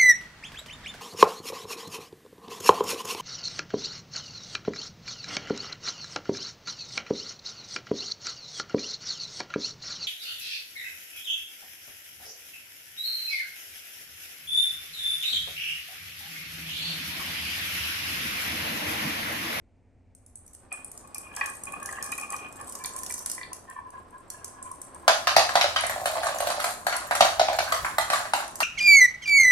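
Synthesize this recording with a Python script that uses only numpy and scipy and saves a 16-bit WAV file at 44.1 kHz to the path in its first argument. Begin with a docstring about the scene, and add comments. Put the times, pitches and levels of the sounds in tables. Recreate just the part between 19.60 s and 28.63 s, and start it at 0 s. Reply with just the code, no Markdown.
"""A rolling rumble with ringing wood and glassy clicks gives way to a plastic clatter, in a small hard room.
Glass marbles are let go down a winding groove in two wooden boards: random impacts excite the board modes.
Marbles click on each other and knock the groove walls: short pulses and dense rings through colour filters.
At the end they drop down a chute into the plastic bed of a toy truck: damped modes, clacks and rattling.
Echoes and diffuse reverberation surround them, over dull low bumps and a steady room tone."""
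import sys
import numpy as np
from scipy import signal
from scipy.fft import rfft, irfft
from scipy.io import wavfile
from scipy.ndimage import uniform_filter1d, map_coordinates

SR = 44100
rng = np.random.default_rng(int(sys.argv[2]) if len(sys.argv) > 2 else 0)


def waveform_to_disk(signal):
    """Save audio, clipped to [-1, 1], as 16-bit WAV at the path in sys.argv[1]."""
    frames = np.transpose(np.atleast_2d(signal))
    scaled = np.clip(frames, -1, 1) * 32767
    samples = np.round(scaled).astype(np.int16)
    wavfile.write(sys.argv[1], SR, samples)


N = 398223
TIME = np.arange(N) / SR
JOINT_S = 3.1  # the leading marbles pass on to the lower board
TRACK_LAG_S, TRUCK_LAG_S = .0003, -0.0001786  # nominal delay of the left ear behind the right

# Table levels are relative: each layer adds its own gain. Colours list hz, db_per_hz.
# level of the rolling train, standing for its speed: time_s, level_db
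ROLLING_PACE = [(0.9, -69), (1.31, -60), (2.33, -54), (3.67, -56), (4.2, -62), (5.4, -56)]
# marble against the groove wall: start_s, ring_1_db, ring_2_db, ring_3_db, ring_4_db
WALL_KNOCKS = [(1.117, -58, -54, -34.5, -62), (1.769, -42, -50, -44, -53), (1.811, -31.5, -27, -25.5, -47),
               (2.289, -38, -37.5, -54, -72.5), (2.384, -37, -40, -66, -80), (2.522, -38, -44, -31, -71),
               (2.582, -42, -48, -36.5, -68), (2.729, -38, -45, -40, -60), (3.246, -48, -48, -44, -38),
               (3.502, -46, -46, -43.5, -56), (3.779, -45, -39, -52, -68.5), (3.812, -48, -37.5, -50, -57),
               (3.832, -57, -41, -47, -43.5)]
# marble into the truck: start_s, bed_boom_db, wall_clack_db, contact_crack_db, pile_glass_db, boom_pitch_hz
TRUCK_DROPS = [(5.479, -13.5, -15, -16.5, -26, 693), (5.6713, -25.5, -19.5, -21.5, -33, 670),
               (5.7653, -10.5, -17, -15.5, -24.5, 702), (5.891, -39, -27.5, -34, -41, 693),
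               (5.9545, -15.5, -21, -21.5, -31.5, 684), (6.012, -30, -24.5, -18.5, -32, 700),
               (6.042, -20, -28, -41, -55, 659), (6.1613, -32, -21.5, -22.5, -40, 697),
               (6.237, -26.5, -27.5, -35, -58, 625), (6.296, -35, -27.5, -39, -34, 610),
               (6.361, -29.5, -50, -57, -46, 630), (6.381, -35, -51, -57, -50, 600),
               (6.457, -24, -26.5, -30, -28, 633), (6.57, -28, -36, -43, -54, 642),
               (6.633, -34, -31, -37, -39, 630), (6.668, -32.5, -28.5, -34, -33.5, 656),
               (6.804, -25, -35.5, -35, -31.5, 617), (6.871, -25, -35, -33, -32, 643),
               (6.902, -28, -29, -33.5, -34, 674), (6.944, -33, -40, -56, -54, 670),
               (7.001, -44, -30, -34.5, -34, 720), (7.042, -26, -26, -31, -29, 726.5),
               (7.09, -35, -37, -57, -36.5, 736), (7.267, -23, -25, -31, -29.5, 684),
               (7.326, -33.5, -27, -33.5, -41, 660), (7.51, -22.5, -24.5, -34, -35, 695),
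               (7.552, -36, -27.5, -31, -27, 675), (7.6073, -10, -17.5, -16, -26, 717),
               (7.651, -23.5, -25.5, -31, -34.5, 666), (7.7963, -14.5, -23.5, -23, -37.5, 725),
               (7.8855, -21.5, -32.5, -31.5, -51, 756), (7.931, -30, -34, -42, -38, 715),
               (7.9874, -22, -25, -26.5, -33, 684), (8.1224, -28, -21.5, -28.5, -29.5, 607),
               (8.247, -36, -23.5, -40.5, -38, 710), (8.383, -21.5, -22, -27, -27.5, 720),
               (8.501, -27.5, -25, -29.5, -31.5, 705), (8.531, -24, -19.5, -29.5, -29, 678),
               (8.603, -31.5, -39, -53, -53, 704), (8.653, -36.5, -34.5, -45, -51, 696),
               (8.7356, -19.5, -24, -28, -29.5, 830), (8.803, -33.5, -37, -43, -53, 774),
               (9.004, -26.5, -25.5, -28.5, -27.5, 855)]
# wood scuffed by a marble pressed against the wall of a bend: hz, db_per_hz
GRIT_COLOUR = [(750, 0), (1500, 1.5), (2900, -6), (4000, -21.5)]
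# plastic walls of the truck bed: hz, db_per_hz
CLACK_COLOUR = [(600, -33), (900, -5), (1170, 3), (1600, 0.5), (2000, -2), (2500, -13.5), (3600, -46)]
# contact of marble and truck: hz, db_per_hz
CRACK_COLOUR = [(1700, -8.5), (2500, 0.5), (3400, -1), (4400, 1), (5200, -6), (6200, -5.5), (7200, -18.5),
                (10000, -25)]
# glass striking the pile of marbles: hz, db_per_hz
PILE_COLOUR = [(4000, -22.5), (7000, -1.5), (10500, -1), (12000, -6), (13500, -3.5), (15500, -39)]


def rolling():
    """Rough contact as a random force: marbles rumble over the grain, ring the board modes and scuff the wood."""
    # broad rumble: hz, db_per_hz
    rumble_colour = [(60, -26.5), (130, -3), (200, -1.5), (330, -1.5), (700, -1.5), (1400, -8.5),
                     (3000, -24.5), (6000, -29), (15000, -69)]
    # ring at the usual pace, one row for each of the first three rings: upper_board_db, lower_board_db
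    steady_ring = [(-55.5, -50), (-79, -63), (-80, -87)]
    # a marble grinds round the outer wall of a bend: middle_s, length_s, ring_1_db, ring_2_db, ring_3_db
    bend_grinds = [(1.17, 0.15, -53, -60, -47.5), (1.46, 0.061, -46.5, -68, -62),
                   (1.55, 0.06, -60, -74, -53), (1.655, 0.058, -46.5, -62, -44.5),
                   (1.73, 0.095, -54, -56, -48.5), (1.839, 0.17, -36, -35.5, -55),
                   (2.087, 0.051, -39, -53, -38.5), (2.144, 0.067, -36, -50, -39),
                   (2.22, 0.1, -45, -57, -56), (2.33, 0.26, -44, -41, -65), (2.48, 0.18, -40, -47, -49),
                   (2.636, 0.061, -39.5, -56, -38), (2.724, 0.085, -36.5, -54, -44),
                   (2.833, 0.12, -45, -60, -41.5), (3.008, 0.095, -40.5, -48, -56),
                   (3.26, 0.15, -47, -52, -53), (3.37, 0.076, -38.5, -53, -67),
                   (3.929, 0.037, -41.5, -67, -69), (4.106, 0.066, -40.5, -44, -73),
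                   (4.18, 0.0685, -39, -49, -62), (4.276, 0.048, -42, -58.5, -73.5),
                   (4.369, 0.091, -41, -53, -82), (4.56, 0.081, -41.5, -51.5, -83),
                   (4.791, 0.19, -46.5, -53, -71), (4.99, 0.089, -46, -52, -78),
                   (5.068, 0.052, -36, -58, -56.5), (5.123, 0.047, -34.5, -68, -67),
                   (5.36, 0.033, -41.5, -59.5, -68)]
    # the second ring sinks as the marbles run on down the lower board: time_s, pitch_factor
    ring_glide = [(3.85, 0.9), (4.12, 0.91), (4.36, .84)]
    # ever new points of contact shift the pitch, rms share of frequency: ring_1, ring_2, ring_3
    ring_wander = (0.0048, 0.01017, 0.0032)
    # damping by the rolling marbles, factor on the mode width: ring_1, ring_2, ring_3
    ring_damping = (1, 1, 0.86)
    rumble_db, ring_gains_db, grit_db = 3.5, (-1.5, -2.5, -1), -6.0
    release_s = 0.5
    ring_growth, usual_pace_db = 2.1, -56  # dB of ring per dB of rumble, around this pace
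    skid_db, skid_fall_db_per_s = -10, 221  # after a knock the marble skids on along the wall

    grain = amp(2.0 * unit(uniform_filter1d(rng.standard_normal(N), size=900)))
    pace = amp(np.interp(TIME, *np.transpose(ROLLING_PACE)))
    out = amp(rumble_db) * pace * grain * noise(rumble_colour, 0.61)

    drive = (pace / amp(usual_pace_db)) ** ring_growth
    on_lower = np.clip((TIME - JOINT_S) / 0.25 + .5, 0, 1)
    flutter = lumps(depth_db=4.5, length_s=0.0099)  # the marble chatters against the wall
    pressure = 0
    for k, (ring_db, (upper_db, lower_db)) in enumerate(zip(ring_gains_db, steady_ring)):
        steady = drive * amp(upper_db + (lower_db - upper_db) * on_lower)
        grinding = swells([(s, length, rings_db[k]) for s, length, *rings_db in bend_grinds])
        skids = [(s, rings_db[k] + skid_db) for s, *rings_db in WALL_KNOCKS]
        skidding = dying(skids, skid_fall_db_per_s)
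        gain = amp(ring_db) * np.sqrt(steady ** 2 + grinding ** 2 + skidding ** 2)
        if k > 0:  # the scuffing follows the higher rings, woken by marbles pressed hard to the wall
            pressure = np.hypot(pressure, gain)
        bumps = impacts(per_s=500, spread_db=3.2)
        upper, lower = (
            unit(convolve(bumps, board_ring(k, side, ring_damping[k], rise_s=0.0033)))
            for side in (False, True))
        ring = sustained(np.sqrt(1 - on_lower) * upper + np.sqrt(on_lower) * lower)
        glide = np.interp(TIME, *np.transpose(ring_glide)) if k == 1 else 1
        out += gain * flutter * wandering(ring, ring_wander[k], glide)

    def scuff():
        return snap(causal(GRIT_COLOUR, uneven_db=5.5), 3.1, 0.025, TRACK_LAG_S)

    out += amp(grit_db) * pressure * patter(scuff, per_s=240, spread_db=6.0)
    return out * np.clip((TIME - release_s) / .5, 0, 1)  # the train gathers speed


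def bending():
    """Flexural resonance: the weight of the rolling train excites the lowest bending mode of each board."""
    # slow bending mode: upper_board_hz, lower_board_hz, width_hz
    upper_hz, lower_hz, width_hz = (267, 337, 18)
    bend_db = -8.0
    t = np.arange(4096) / SR
    bumps = ears([impacts(per_s=400, spread_db=3.4) for _ in range(2)], 0.33, 0)
    decay = np.exp(-np.pi * width_hz * t)
    upper, lower = (
        unit(convolve(bumps, decay * np.sin(2 * np.pi * hz * t))) for hz in (upper_hz, lower_hz))
    on_lower = np.clip(TIME - JOINT_S, 0, 1)
    return amp(bend_db) * level(ROLLING_PACE) * (np.sqrt(1 - on_lower) * upper + np.sqrt(on_lower) * lower)


def knocks():
    """Impulsive excitation: a marble meets a bend, rings the board damped by the touch and scuffs the wood."""
    damping, scuff_db = 2.5, -9  # factor on mode width; level against the third ring
    out = np.zeros((2, N))
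    for s, *rings_db in WALL_KNOCKS:
        rings = sum(amp(db) * board_ring(k, s > JOINT_S, damping, rise_s=0.0022)
                    for k, db in enumerate(rings_db))
        add(out, s, rings)
        scuff = snap(causal(GRIT_COLOUR, uneven_db=9), 11, 0.051, TRACK_LAG_S, rise_s=.003)
        add(out, s, amp(scuff_db + rings_db[2]) * scuff)
    return out


def clicks():
    """Elastic collision: brief glass contacts, scattered by the groove and passed on through the queue."""
    # marble against marble; hardness spreads the sound below and above the glass band:
    # start_s, level_db, hardness_db
    collisions = [(0.55, -54, -13.5), (0.663, -53, -15), (0.756, -43, -26), (0.864, -52, -18),
                  (0.878, -55.5, -5), (0.9335, -52, -15), (0.949, -47.5, -15), (1.126, -35.5, -16),
                  (1.246, -37.5, -24.5), (1.316, -43, -18), (1.376, -44, -7), (1.546, -37.5, -7),
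                  (1.582, -35, -21.5), (1.75, -46, -16), (1.764, -37.5, -4.5), (1.8595, -37, -5.5),
                  (1.8992, -39.5, -21), (2.036, -36, -21), (2.054, -42, -14), (2.122, -41, -17.5),
                  (2.2293, -41.5, -10.5), (2.2589, -36.5, -5.5), (2.326, -43.5, -3.5), (2.4259, -33, -9),
                  (2.442, -40.5, -5), (2.462, -40, -9), (2.5192, -35, -8), (2.5793, -37, -8),
                  (2.598, -41, -9), (2.612, -40.5, -9.5), (2.7033, -37.5, -11), (2.7237, -37.5, -11),
                  (2.764, -42.5, -4), (2.9254, -49, -10), (3.012, -45, -10), (3.096, -40.5, -12),
                  (3.123, -42, -6), (3.1528, -41, -3), (3.239, -40.5, -2), (3.2586, -34, -5.5),
                  (3.3637, -36.5, -12), (3.389, -39, -8), (3.4335, -38, -4), (3.4633, -39.5, -2),
                  (3.509, -38, -5.5), (3.5232, -37.5, -4), (3.54, -35, -4.5), (3.58, -41, -4),
                  (3.591, -45, 1), (3.6604, -30.5, -7.5), (3.6985, -33.5, -6), (3.7154, -32, -8),
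                  (3.931, -38, -7), (4.0995, -48, -12), (4.304, -55, -10), (4.702, -37, -8.5),
                  (4.8448, -38.5, -5.5), (4.88, -46, -23), (5.0268, -39.5, -18), (5.1151, -42.5, -15),
                  (5.216, -38.5, -15), (5.3464, -46, -19.5), (6.2087, -32, -23), (6.266, -31, -19.5),
                  (6.7853, -41.5, 1.5), (7.3657, -31, -10), (8.613, -48, -2), (8.8792, -45, -7),
                  (8.956, -40.5, -3)]
    # main glass band: hz, db_per_hz
    glass_colour = [(3000, -45), (6000, -21.5), (7600, -10.5), (8250, 2.5), (8900, -5.5), (10000, -0.5),
                    (11000, -6), (13500, -45)]
    # spread below the band: hz, db_per_hz
    low_colour = [(1500, -9), (3500, -18.5), (4600, -9.5), (6200, 2.5), (7300, -2.5), (9000, -39)]
    # spread above the band: hz, db_per_hz
    top_colour = [(9500, -18), (12000, 1), (13500, -3), (15000, -23)]
    # small touches in the queue: hz, db_per_hz
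    queue_colour = [(2000, -19), (5000, -18.5), (6200, -13), (7600, -4), (8300, 2), (9200, 0), (10500, -6),
                    (13500, -16.5), (15500, -40)]
    # marbles bunch up and crowd each other: middle_s, length_s, level_db
    bunchings = [(1.9, 0.37, -44.5), (2.58, 0.47, -49.5), (3.05, 0.44, -46), (3.5, 0.43, -43)]
    low_db, top_db, touch_db = 1.0, -3.5, -3.0
    jostle_db, jostle_fall_db_per_s = -18, 125  # stir against the click, and its fall
    ticking_db = -5  # steady touches, against the pace level

    out = np.zeros((2, N))
    for s, db, hardness_db in collisions:
        body, low, top = (
            causal(colour, uneven_db=2.0) for colour in (glass_colour, low_colour, top_colour))
        parts = (body, 0), (low, hardness_db + low_db), (top, hardness_db + top_db)
        click = sum(amp(db + part_db) * snap(colour, 1.23, 0.013, TRACK_LAG_S) for colour, part_db in parts)
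        add(out, s, click)

    def touch():
        return snap(causal(queue_colour, uneven_db=6.0), 3.1, 0.018, TRACK_LAG_S)

    touches = patter(touch, per_s=100, spread_db=4.5)
    jostling = dying([(s, db + jostle_db) for s, db, _ in collisions], jostle_fall_db_per_s)
    ticking = amp(ticking_db) * level(ROLLING_PACE) * lumps(depth_db=7.5, length_s=0.036)
    gain = np.sqrt(jostling ** 2 + swells(bunchings) ** 2 + ticking ** 2)
    return out + amp(touch_db) * gain * touches


def click_echoes(glass):
    """Specular reflection: the far wall of the groove and the walls of the room return each click."""
    # reflections: delay_s, level_db
    taps = [(.0021, -4.5), (.017, -18.5), (0.0346, -13.5)]
    return echoes(glass, taps)


def truck():
    """Impact on a shell: each falling marble booms the bed, clacks its walls, strikes the pile and hops on."""
    boom_db, clack_db, crack_db, glass_db = 0.14, -1, -1.5, -1.5
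    glance_db, rebound_db, hop_loss_db = -8, -9, 8.3
    out = np.zeros((2, N))
    for s, boom, walls, contact, glass, boom_hz in TRUCK_DROPS:
        clack, crack, pile = (
            causal(colour, uneven_db=4) for colour in (CLACK_COLOUR, CRACK_COLOUR, PILE_COLOUR))
        add(out, s, amp(boom + boom_db) * bed_boom(boom_hz))
        add(out, s, amp(walls + clack_db) * snap(clack, 1.85, 0.032, TRUCK_LAG_S))
        add(out, s, amp(contact + crack_db) * snap(crack, 1.7, 0.024, TRUCK_LAG_S, rise_s=0.0014))
        add(out, s, amp(glass + glass_db) * snap(pile, 2.7, 0.05, TRUCK_LAG_S, rise_s=0.00038))
        # it glances off its neighbours around the landing, then hops on, each time more weakly
        glances = [(delay, glance_db) for delay in rng.uniform(-.003, .007, size=2)]
        hop_delays = np.cumsum(rng.uniform(.012, 0.029, size=3))
        hops = [(delay, rebound_db - hop_loss_db * hop) for hop, delay in enumerate(hop_delays)]
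        for delay, db in glances + hops:
            clack, crack = (causal(colour, uneven_db=5) for colour in (CLACK_COLOUR, CRACK_COLOUR))
            tap = amp(walls) * snap(clack, 2.2, 0.032, TRUCK_LAG_S)
            tap = tap + amp(contact) * snap(crack, 1.3, 0.011, TRUCK_LAG_S)
            add(out, s + delay, amp(db) * tap)
    return out


def bed_boom(boom_hz=650, lowest_hz=590, size=4096):
    """Modal decay: the plastic bed swings for a few cycles, its pitch set by where the marble lands."""
    # modes of the bed at its usual pitch: hz, level_db, t60_s
    bed_modes = [(601, -9.5, 0.054), (678, 0.5, 0.042), (762, 0.5, 0.03), (837, -10.5, 0.018)]
    t = np.arange(size) / SR
    shift = boom_hz / 695  # against the usual pitch, Hz
    modes = 0
    for hz, db, t60 in bed_modes:
        gain = amp(db + rng.normal(0, 1.4) - 60 * t / t60)
        modes = modes + gain * np.sin(2 * np.pi * hz * shift * rng.normal(1, 0.031) * t)
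    # so small a tray radiates almost nothing below its first mode
    modes = signal.sosfilt(signal.butter(7, lowest_hz, "high", fs=SR, output="sos"), modes)
    return blow(ears([modes, modes], 0.99, TRUCK_LAG_S))


def rattle():
    """Repeated random impacts: bounces on the pile after each drop, and marbles in the chute, ring the plastic."""
    # marbles run through the plastic chute: middle_s, length_s, level_db
    chute_runs = [(6.05, 0.48, -49), (6.36, 0.28, -46), (6.62, 0.58, -34.5), (6.95, 0.36, -37.5),
                  (7.42, 0.38, -42), (8.08, 0.28, -37.5)]
    rattle_db, fall_db_per_s = -9, 143  # stir of the pile, and its fall
    growth, usual_drop_db = 0.61, -24  # dB of rattle per dB of drop, around this drop

    def wall_tap():
        return snap(causal(CLACK_COLOUR, uneven_db=8), 2.5, 0.035, TRUCK_LAG_S)

    def contact_tap():
        return snap(causal(CRACK_COLOUR, uneven_db=4.0), 3.0, 0.0053, TRUCK_LAG_S)

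    def glass_tap():
        return snap(causal(PILE_COLOUR, uneven_db=7), 1.4, 0.048, TRUCK_LAG_S)

    boom = patter(bed_boom, per_s=45, spread_db=3.0)
    walls = patter(wall_tap, per_s=53, spread_db=3.5)
    contact = patter(contact_tap, per_s=50, spread_db=1.5)
    glass = patter(glass_tap, per_s=96, spread_db=-3.0)
    chute = swells(chute_runs)
    # bounces, layer level dB, share of the chute dB
    layers = (boom, -3.0, 0), (walls, -4, 0), (contact, -6, -8), (glass, -2, -8)
    out = np.zeros((2, N))
    for k, (bounces, db, chute_db) in enumerate(layers):
        stirs = [(s, usual_drop_db + growth * (parts_db[k] - usual_drop_db))
                 for s, *parts_db in TRUCK_DROPS]
        settling = amp(rattle_db) * dying(stirs, fall_db_per_s)
        out += amp(db) * np.hypot(settling, amp(chute_db) * chute) * bounces
    return out


def table_thuds():
    """Structure-borne sound: the boom of each drop passes through the wheels into the table."""
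    # table under the truck: hz, db_per_hz
    thud_colour = [(90, -7.5), (190, -7.5), (390, -2.5), (640, -13)]
    thud_db = -24  # against the boom
    out, thud = np.zeros((2, N)), causal(thud_colour)
    for s, boom, *_ in TRUCK_DROPS:
        add(out, s, amp(boom + thud_db) * snap(thud, 6.4, 0.064, TRUCK_LAG_S, size=3072))
    return out


def wall_echo(x, dull_hz=950):
    """Low-passed reflection: the walls beside the truck throw the boom back."""
    # walls near the truck: delay_s, level_db
    near_walls = [(.0135, -9.5), (.0165, -5), (.0225, -14.5), (.04, -10.5)]
    return echoes(signal.sosfilt(signal.butter(4, dull_hz, fs=SR, output="sos"), x), near_walls)


def room(x, turn_s=1.3, count=4):
    """Changing paths: as for a listener moving along the track, the sound crossfades between diffuse tails."""
    shares = np.array([
        np.maximum(np.cos(2 * np.pi * (TIME / turn_s + k / count)), 0) for k in range(count)])
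    shares /= np.linalg.norm(shares, axis=0)
    return sum(convolve(x * share, room_tail()) for share in shares)


def room_tail(size=26460):
    """Diffuse reverberation: noise in which each band of a small hard room dies at its own speed."""
    # left-right likeness of the reverberation: hz, likeness
    likeness = [(250, 0.16), (650, 0.78), (1300, 0.11), (2500, 0.062)]
    # reverberation time: hz, t60_s
    decay_times = [(200, 0.05), (700, 0.515), (2000, 0.36), (5000, 0.39), (9000, 0.4), (14000, 0.28)]
    # level of the reverberation: hz, level_db
    wet_levels = [(200, -12), (520, -3.5), (720, -4), (1300, -2), (2500, 0), (5000, 2), (9000, 0),
                  (13500, -5), (15000, -22)]
    hz, t, z = signal.stft(rng.standard_normal((2, size)), SR, nperseg=256)
    same = np.clip(read(likeness, hz), 0, 1)[:, None]
    z = np.array([z[0], same * z[0] + np.sqrt(1 - same ** 2) * z[1]])
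    t60 = read(decay_times, hz)[:, None]
    decay = amp(read(wet_levels, hz)[:, None] - 60 * t / t60)
    z = z * decay * np.sqrt(2 * np.log(1000) / (t60 * SR))  # the energy is independent of t60
    tail = signal.istft(z, SR, nperseg=256)[1]
    tail *= np.clip(np.arange(tail.shape[1]) / SR / 0.0025, 0, 1)
    return np.pad(tail, ((0, 0), (round(.003 * SR), 0)))


def low_bumps():
    """Band-shaped noise under smooth envelopes: dull low bumps while the truck fills."""
    # swells: middle_s, length_s, level_db
    bumps = [(6.3, 1.9, -52), (8.1, 1.68, -51), (8.235, 0.058, -41), (8.32, 0.048, -59)]
    # hz, db_per_hz
    bump_colour = [(20, -10), (48, 8), (95, 9), (300, -19)]
    return swells(bumps) * noise(bump_colour, 0.97)


def room_tone(tone_db=-59):
    """Stationary noise: the low steady tone of the room."""
    # hz, db_per_hz
    tone_colour = [(25, -11.5), (92, -4), (151, -21), (229, -17), (266, -8.5), (286, -20.5), (748, -27),
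                   (1250, -41.5), (2320, -38), (3280, -51.5), (9000, -54), (11700, -93)]
    return amp(tone_db) * noise(tone_colour, 0.9)


def board_ring(number, lower, damping, rise_s, size=4096):
    """Modal superposition: one group of damped board modes, purer the more slowly it builds up."""
    # ring_number (from 0), upper_board_hz, lower_board_hz, width_hz, level_db
    board_modes = [(0, 814, 1000, 56, -4), (0, 1106, 1025, 34.5, 1), (0, 1193, 1050, 51, -1.5),
                   (1, 1799, 1740, 42, -5.5), (1, 1915, 1976, 40, 4.5), (2, 2458, 2337, 26.3, 1),
                   (2, 2750, 2630, 99.7, -11), (3, 4480, 4460, 198, 2), (3, 3300, 3580, 251, 2.5)]
    t = np.arange(size) / SR
    ring = 0
    for group, upper_hz, lower_hz, width_hz, db in board_modes:
        if group == number:
            phase = rng.uniform(0, 2 * np.pi) + rng.normal(0, 0.77, (2, 1))
            hz = lower_hz if lower else upper_hz
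            decay = np.exp(-np.pi * width_hz * damping * t)
            ring = ring + amp(db) * decay * np.sin(2 * np.pi * hz * t + phase)
    return blow(ring * (1 - np.exp(-t / rise_s)) ** 2)


def snap(colour, scatter, t60, lag_s, rise_s=0.00039, size=1536):
    """Contact transient: a sharp pulse, then a dense ring that swells and dies within milliseconds."""
    t = np.arange(size) / SR
    lag_s = lag_s * rng.uniform(.3, 1.5)  # each contact lies in a slightly different direction
    envelope = amp(-60 * t / t60) * (1 - np.exp(-t / rise_s))
    ring = ears(rng.standard_normal((2, size)), .7, lag_s) * envelope
    pulse = ears([t == 0, 0 * t], 1, lag_s)
    return blow(convolve(blow(pulse) + scatter * blow(ring), colour))


def impacts(per_s, spread_db):
    """Poisson-like excitation: a sparse train of random blows of unequal strength and either sign."""
    size = amp(spread_db * np.minimum(rng.exponential(1, N), 3))
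    return size * rng.choice([-1, 1], N) * (rng.random(N) < per_s / SR)


def patter(make, per_s, spread_db, count=8):
    """Superposed random impacts: blows on several spots that each sound a little different."""
    spots = 0
    for _ in range(count):
        blows = impacts(per_s / count, spread_db)[None]
        spots = spots + signal.oaconvolve(blows, make(), axes=1)[:, :N]
    return unit(spots)


def sustained(x, size=700):
    """Steady energy supply: unbroken rolling contact evens out the level of a ring."""
    return x / np.sqrt(uniform_filter1d((x ** 2).mean(0), size) + .02)


def wandering(x, share, glide, wander_s=0.0508):
    """Frequency modulation by time warping: pitch follows a glide and drifts by a random share of itself."""
    drift = unit(uniform_filter1d(rng.standard_normal(N), max(round(wander_s * SR), 1)))
    place = np.cumsum(glide + share * (drift - drift.mean())) % (N - 1)
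    return np.array([map_coordinates(channel, [place], order=3) for channel in x])


def lumps(depth_db, length_s):
    """Random amplitude modulation: a gain that surges and drops, with an rms of one."""
    drift = unit(uniform_filter1d(rng.standard_normal(N), max(round(length_s * SR), 1)))
    return unit(amp(depth_db * uniform_filter1d(drift, size=200)))


def dying(events, fall_db_per_s, rise_s=0.0099):
    """Exponential decay: gain of the stir after each (start_s, level_db) event, summed in power."""
    power = np.zeros(N)
    for s, db in events:
        start = round(s * SR)
        t = TIME[:N - start][:SR]
        power[start:][:SR] += (amp(db - fall_db_per_s * t) * np.minimum(t / rise_s, 1)) ** 2
    return np.sqrt(power)


def swells(events):
    """Smooth envelopes: gain of cosine swells (middle_s, length_s, level_db), summed in power."""
    power = np.zeros(N)
    for s, length, db in events:
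        during = abs(TIME - s) < length / 2
        power[during] += (amp(db) * np.cos(np.pi * (TIME[during] - s) / length)) ** 2
    return np.sqrt(power)


def level(rows):
    """Gain interpolated in decibels from (time_s, level_db) rows, fading in just before the first."""
    s, db = np.transpose(rows)
    return amp(np.interp(TIME, s, db)) * np.clip((TIME - s[0]) / 0.021 + 1, 0, 1)


def echoes(x, taps):
    """Discrete reflections: delayed copies, each (delay_s, level_db)."""
    return sum(amp(db) * np.pad(x, ((0, 0), (round(delay_s * SR), 0)))[:, :N] for delay_s, db in taps)


def noise(points, likeness):
    """Spectral shaping: steady two-channel noise of a given colour."""
    white = ears(rng.standard_normal((2, N)), likeness, 0)
    return unit(irfft(rfft(white) * amp(read(points, np.fft.rfftfreq(N, 1 / SR))), N))


def causal(points, uneven_db=0, size=2048):
    """Minimum-phase response: a colour with random peaks and dips, falling steeply beyond the table's ends."""
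    hz = np.arange(size // 2 + 1) * SR / size + 1
    octaves_below = np.maximum(np.log2(points[0][0] / hz), 0)
    octaves_above = np.maximum(np.log2(hz / points[-1][0]), 0)
    peaks = uneven_db * unit(uniform_filter1d(rng.standard_normal(len(hz)), size=16))
    gain_db = read(points, hz) + peaks - 18 * (octaves_below + octaves_above)
    log_gain = np.log(amp(np.maximum(gain_db, -80)))
    circle = np.concatenate([log_gain, log_gain[-2:0:-1]])
    # the Hilbert transform of the log gain gives the minimum phase
    return np.fft.ifft(np.exp(np.conj(signal.hilbert(circle)))).real[:size // 2]


def ears(pair, likeness, lag_s):
    """Interaural coherence and delay: makes two signals partly alike and delays one ear."""
    c = np.clip(likeness, 0, 1)
    pair = [pair[0], c * pair[0] + np.sqrt(1 - c * c) * pair[1]]
    delays = round(max(lag_s, 0) * SR), round(max(-lag_s, 0) * SR)
    return np.array([np.pad(x, (d, 0))[:len(x)] for x, d in zip(pair, delays)])


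def convolve(x, response):
    """Linear filtering along time, keeping the length of x."""
    return signal.fftconvolve(np.atleast_2d(x), np.atleast_2d(response), axes=1)[:, :x.shape[-1]]


def add(mix, s, sound):
    """Superposition: mixes a sound in at time s."""
    part = mix[:, max(round(s * SR), 0):][:, :sound.shape[1]]
    part += sound[:, :part.shape[1]]


def read(points, hz):
    """Interpolates a table along logarithmic frequency."""
    f, value = np.transpose(points)
    return np.interp(np.log(hz + 1), np.log(f + 1), value)


def amp(db):
    """Decibels to amplitude ratio."""
    return 10 ** (np.asarray(db) / 20)


def unit(x):
    """Normalises power: scales to an rms of one."""
    return x / np.sqrt(np.mean(x ** 2) + 1e-20)


def blow(x):
    """Normalises energy: scales a two-channel blow to that of 10 ms at an rms of one."""
    return x * np.sqrt(2 * SR * .01 / np.sum(x ** 2))


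def scene(track_wet_db=-4.0):
    """Superposes direct and reflected sound of track and truck, low bumps and room tone."""
    bed = truck() + rattle() + table_thuds()
    glass = clicks()
    track = rolling() + bending() + knocks() + glass + click_echoes(glass)
    # the track is nearer than the truck, so less of the room is heard with it
    space = wall_echo(bed) + room(bed + amp(track_wet_db) * track)
    return track + bed + space + low_bumps() + room_tone()


def record(dry, edge_hz=16100):
    """Soft saturation rounds off the loudest peaks; then a low-pass limits the band."""
    rounded = dry / (1 + dry ** 4) ** .25
    band_limit = signal.firwin(255, edge_hz, window=("kaiser", 9), fs=SR)
    return signal.oaconvolve(rounded, band_limit[None], "same")


dry = scene()
out = record(dry)
waveform_to_disk(out)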